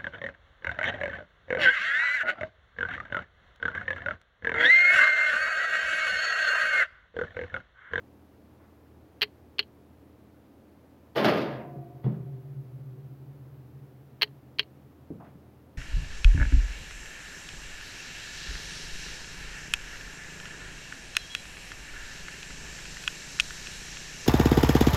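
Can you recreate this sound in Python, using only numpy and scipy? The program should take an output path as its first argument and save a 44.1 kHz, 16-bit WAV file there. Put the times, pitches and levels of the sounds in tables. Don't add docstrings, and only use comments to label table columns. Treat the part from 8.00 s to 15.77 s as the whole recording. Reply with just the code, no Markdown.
import sys
import numpy as np
from scipy import signal
from scipy.fft import rfft, irfft, next_fast_len
from scipy.io import wavfile

SR = 44100
rng = np.random.default_rng(int(sys.argv[2]) if len(sys.argv) > 2 else 0)


def dump(signal):
    limited = np.clip(np.atleast_2d(signal).T, -1, 1)
    pcm = np.round(limited * 32767).astype(np.int16)
    wavfile.write(sys.argv[1], SR, pcm)


N = 342764
TIME = np.arange(N) / SR


def amp(db):
    return np.exp(np.asarray(db) * (np.log(10) / 20))


def unit(x):
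    return x / np.sqrt(np.mean(x ** 2) + 1e-20)


def read(points, hz):
    f, value = np.transpose(points)
    return np.interp(np.log(hz + 1), np.log(f + 1), value)


def add(mix, start_s, sound):
    part = mix[max(round(start_s * SR), 0):][:len(sound)]
    part += sound[:len(part)]


def colour(x, spectrum):
    size = next_fast_len(len(x), True)
    gain = amp(read(spectrum, np.fft.rfftfreq(size, 1 / SR)))
    return irfft(rfft(x, size) * gain, size)[:len(x)]


def causal(spectrum, size=2048):
    log_gain = np.log(amp(read(spectrum, abs(np.fft.fftfreq(size, 1 / SR)))))
    click = np.fft.ifft(np.exp(np.conj(signal.hilbert(log_gain)))).real
    return click[:size // 2]


def highpass(x, order, cutoff_hz):
    return signal.sosfilt(signal.butter(order, cutoff_hz, "high", fs=SR, output="sos"), x)


def fade(t, t60_s):
    return np.exp(-np.log(1000) * t / t60_s)


def ring(modes, t):
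    return sum(amp(db) * fade(t, t60_s) * np.sin(2 * np.pi * hz * t) for hz, db, t60_s in modes)


def drift(rate_hz, t=TIME):
    knots = rng.standard_normal(512)
    return np.interp(t * rate_hz, np.arange(len(knots)), knots) * np.sqrt(3 / 2)


# t/s, relative level/dB, low-pass f/Hz (softer contact = lower)
BLOWS = [(3.161, -41, 7000), (3.245, -22.5, 12100), (3.261, -25, 3500), (3.282, -25, 1990),
         (3.317, -28.5, 700), (3.415, -38, 12000), (3.599, -47, 1500), (3.756, -34.5, 200),
         (4.042, -46.5, 1600), (4.063, -33.5, 500)]


def oven(slips_per_s=320, spread_db=6, modes_db=-42, blow_db=33, lowest_hz=70, clump_db=1.0):
    slips = (rng.random(N) < slips_per_s / SR) * rng.choice([-1, 1], N)
    slips = unit(slips * amp(spread_db * rng.standard_normal(N).clip(-2, 1)))
    slips = unit(slips * amp(clump_db * drift(55)))
    force = sliding(slips)
    panels = signal.oaconvolve(force, sheet_metal())[:N]
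    for at_s, db, soft_hz in BLOWS:
        b, a = signal.butter(2, min(soft_hz, SR / 3), fs=SR)
        push = amp(db + blow_db) * signal.lfilter(b, a, signal.unit_impulse(512))
        add(panels, at_s, signal.oaconvolve(push, sheet_metal()))
        add(force, at_s, push)
    return highpass(panels + amp(modes_db) * wires(force), 4, lowest_hz)


# t/s, length/s, starting level/dB, starting brightness/dB
SHOVES = [(3.148, .075, -23.5, 0), (3.236, 0.32, -24, 5.5), (4.03, .09, -46.5, -21)]
GRAB_S, STOP_T60_S = 0.01, .13
SLOWING_DB_PER_S, DULLING_DB_PER_S = 44.5, 55.5


def sliding(slips):
    dull = signal.lfilter(*signal.butter(1, 1500, fs=SR), slips)
    bright = slips - dull
    force = np.zeros(N)
    for at_s, length_s, db, bright_db in SHOVES:
        t = np.maximum(TIME - at_s, 0)
        stop = fade(np.maximum(t - length_s, 0), STOP_T60_S)
        speed = np.minimum(t / GRAB_S, 1) * amp(db - SLOWING_DB_PER_S * t) * stop
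        force += speed * (dull + amp(bright_db - DULLING_DB_PER_S * t) * bright)
    return force


# f/Hz, relative level/dB per Hz
SHEET = [(60, -25.5), (120, -5), (330, 2), (560, 1.5), (720, -4), (1000, -7), (1900, -11), (3000, -15),
         (5000, -20.5), (6500, -34.5), (8000, -43.5), (12000, -32.5), (16000, -37)]
# f/Hz, t60/s
SHEET_T60 = [(120, 1), (500, 0.5), (2000, 0.58), (6000, 0.24), (14000, 0.13)]


def sheet_metal(early_db=2, early_t60_s=0.081):
    hz, t, z = signal.stft(rng.standard_normal(SR // 2), SR, nperseg=256)
    decay = fade(t, read(SHEET_T60, hz)[:, None])
    tail = signal.istft(z * decay, SR, nperseg=256)[1]
    crash = 1 + amp(early_db) * fade(TIME[:len(tail)], early_t60_s)
    tail = signal.fftconvolve(tail * crash, causal(SHEET, size=4096))
    return tail / np.linalg.norm(tail)


# f/Hz, relative level/dB, t60/s
OVEN = [(136.6, -4, .5), (214.3, 0.5, 0.9), (274, -5.5, 0.89), (335, -6, 1.85), (378, -4.5, 0.83),
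        (387.6, -20.5, 8), (462, -15, .35), (554, -21, 3.2), (550, 0.5, 0.41), (617, -13.5, 1.4),
        (696, -16, 2.71), (718, -12.5, 2), (775, -6.5, 0.77), (877, -2, 0.21), (930, -17.5, 1.2),
        (1006, -17.5, 1.1), (1163, -31.5, 2.2), (1217, -5.5, 0.47), (1500, -25.5, 1.2), (1680, -18, .9),
        (1900, -41.5, 2.3), (2046, -13, 0.15), (2290, -20, 0.91), (2510, -27, 1.24)]


def wires(force, waver_db=3.5, wander_rad=1.0):
    out, start_s = np.zeros(N), SHOVES[0][0]
    for hz, db, t60_s in OVEN:
        fed = force[round(start_s * SR):][:round((1 + t60_s) * SR)] ** 2
        t = TIME[:len(fed)]
        stored = signal.lfilter([1], [1, -fade(2 / SR, t60_s)], fed + 1e-20)
        waver = unit(amp(waver_db * drift(13, t)))
        tone = np.sin(2 * np.pi * hz * t + wander_rad * drift(19, t))
        add(out, start_s, np.sqrt(stored) * amp(db) * waver * tone)
    return out


# f/Hz, relative level/dB
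SPRINGS = [(124.17, -50), (125.37, -38.5), (131.09, -43), (134.73, -46), (138.18, -40.0), (139.92, -47.5),
           (142.13, -40)]
# f/Hz, relative level/dB, t60/s
PANE = [(130.3, 8, 0.21), (161.5, -8, 0.55), (186.3, -16, 0.46), (209, -5.5, 0.34)]
# f/Hz, level/dB, t60/s
CATCH = [(3380, -60.5, .1)]


def door(swung_s=3.25, shut_s=4.042, boom_db=-15, rise_s=0.038, springs_t60_s=8.07,
         swing_db=-4, shut_db=0, lowest_hz=80):
    out, t = np.zeros(N), TIME[:4 * SR]
    swell = 1 - np.exp(-t / rise_s)
    springs = swell * ring([(hz, db, springs_t60_s) for hz, db in SPRINGS], t)
    add(out, swung_s, amp(swing_db) * springs)
    out *= np.interp(TIME, [shut_s - .1, shut_s + 0.045], [1, 0])
    boom = amp(boom_db) * swell * ring(PANE, t)
    add(out, shut_s, amp(shut_db) * springs + boom + ring(CATCH, t))
    return highpass(out, 3, lowest_hz)


# f/Hz, relative level/dB per Hz
CASE = [(100, -36.5), (400, -25), (900, -15.5), (1300, -16), (1900, -6), (2500, -4.5), (3150, 2.5),
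        (3550, -12.5), (3900, -4), (4300, 3), (5000, -17), (5600, -25), (7200, -44.5), (16000, -62)]
# f/Hz, relative level/dB per Hz
CASE_EDGE = [(500, -41), (6000, -21.5), (8000, -21), (10500, -16), (12500, -1), (16000, -6.5)]
# f/Hz, relative level/dB, t60/s
CASE_MODES = [(421, -28.5, .1), (2049, -29, 0.025), (2672, -26.5, .025), (3150, -20, 0.043),
              (4220, -29.5, 0.017), (4450, -30, 0.014)]


def shutter(rattle_db=-20, rattle_t60_s=0.033, edge_db=-17, room_db=-58, room_t60_s=0.16,
            brightening_db_per_db=0.37, modes_rise_s=0.00029):
    t, out = TIME[:6000], np.zeros(N)
    edge = causal(CASE_EDGE)
    for at_s, db, hard_db, body_db in clacks():
        noise_level = amp(rattle_db) * fade(t, rattle_t60_s) + amp(room_db) * fade(t, room_t60_s)
        push = rng.standard_normal(len(t)) * noise_level
        push[0] = 1
        lift = [(500, 0.00062), (1800, body_db), (2600, 0.0011), (3200, 0.0017),
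                (4200, brightening_db_per_db * hard_db)]
        knock = causal([(hz, level + read(lift, hz)) for hz, level in CASE])
        modes = ring([(hz, level + read(lift, hz), t60_s) for hz, level, t60_s in CASE_MODES], t)
        body = knock / abs(knock).max() + amp(edge_db + hard_db) * edge / abs(edge).max()
        struck = signal.fftconvolve(push, body)[:len(t)]
        add(out, at_s, amp(db) * (struck + modes * (1 - np.exp(-t / modes_rise_s))))
    return out


# t/s, level/dB, first bounce/s, loss per bounce/dB
SHUTTER_CYCLES = [(1.212, -1.5, .0049, 6), (6.2137, 0, .0018, 7)]
# t after release/s, relative level/dB, hardness/dB
SHUTTING = [(0, -20.5, -3.5), (.0064, -7, 1.5), (.016, -7, 2), (.0615, -50.5, -19.5)]
# t after release/s, relative level/dB, hardness/dB
OPENING = [(0, -22.5, -6.5), (.008, -6.5, -6), (.0155, -21, -6), (.043, -37, -12)]
SHUT_FOR_S = 0.3727
OPEN_DAMPING_DB = 5.5
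SHUT_BODY_DB, OPEN_BODY_DB = 4.5, -3.5


def clacks():
    rows = []
    for at_s, db, bounce_s, loss_db in SHUTTER_CYCLES:
        open_s, open_loss_db = at_s + SHUT_FOR_S, loss_db + OPEN_DAMPING_DB
        rows += bounces(SHUTTING, at_s, db, bounce_s, loss_db, SHUT_BODY_DB)
        rows += bounces(OPENING, open_s, db, bounce_s, open_loss_db, OPEN_BODY_DB)
    return rows


BOUNCE_SHRINK = .8


def bounces(stroke, start_s, level_db, first_s, loss_db, body_db, count=3):
    delays_s = np.cumsum([0] + [first_s * BOUNCE_SHRINK ** k for k in range(count - 1)])
    return [(start_s + after_s + delay_s, level_db + db - k * loss_db, hard_db - k * loss_db, body_db)
            for after_s, db, hard_db in stroke
            for k, delay_s in enumerate(delays_s)]


# t/s, level/dB, centre f/Hz, half-width at -6 dB/octaves, t60/s
BUMPS = [(.6, -62.5, 1020, 0.56, 0.62), (7.103, -28.5, 257, 0.52, 0.095), (7.116, -42.5, 170, 0.77, 0.73),
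         (7.201, -48, 740, 0.51, 0.36), (7.243, -57.5, 1280, 0.64, 0.29), (7.353, -46.5, 150, 0.68, 0.11)]


def bumps(rise_s=0.0019):
    t, out = TIME[:SR], np.zeros(N)
    skirt = [(-4, -30), (-1, -6), (0, 0), (1, -6), (4, -40), (8, -90)]  # half-widths, dB
    for at_s, db, centre_hz, octaves, t60_s in BUMPS:
        hump = [(centre_hz * 2 ** (k * octaves), level) for k, level in skirt]
        noise = unit(colour(rng.standard_normal(SR), hump))
        add(out, at_s, amp(db) * noise * fade(t, t60_s) * (1 - np.exp(-t / rise_s)))
    return out


# f/Hz, relative level/dB per Hz
AIR = [(20, -32), (50, -16.5), (75, -8), (125, -5.5), (150, -9.5), (290, -2.5), (380, -8.5), (420, -9),
       (500, -11), (1000, -20), (2500, -31.5), (8300, -44), (12500, -38.5), (15500, -39.5)]
AIR_DB = -57
# f/Hz, rms level before waver/dB
HUM = [(80.8, -63.5), (118.6, -67), (204, -70), (285, -71), (305.5, -71.5), (326, -84), (533, -82.5)]
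# t/s, rms level/dB
HISS = [(0, -87), (3.1, -89), (3.6, -73.5), (5.5, -74), (7.7, -81.5)]


def kitchen(waver_db=1.5, wander_rad=.4):
    air = amp(AIR_DB) * unit(colour(rng.standard_normal(N), AIR))
    hum = np.zeros(N)
    for hz, db in HUM:
        level = amp(db + waver_db * drift(4)) * np.sqrt(2)
        hum += level * np.sin(2 * np.pi * hz * TIME + wander_rad * drift(3.6))
    hiss_spectrum = [(2000, -2.0), (8000, -14.0), (12500, 4.5), (16000, 7.5)]  # f/Hz, relative level/dB
    hiss = unit(colour(rng.standard_normal(N), hiss_spectrum))
    return air + hum + amp(np.interp(TIME, *np.transpose(HISS))) * hiss


def scene():
    return (oven() + door() + shutter() + bumps() + kitchen())[None]


EDGE_HZ = 16000


def record(dry):
    lowpass = signal.firwin(511, EDGE_HZ, window=("kaiser", 9), fs=SR)
    return signal.oaconvolve(dry, lowpass[None], "same")


dry = scene()
out = record(dry)
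dump(out)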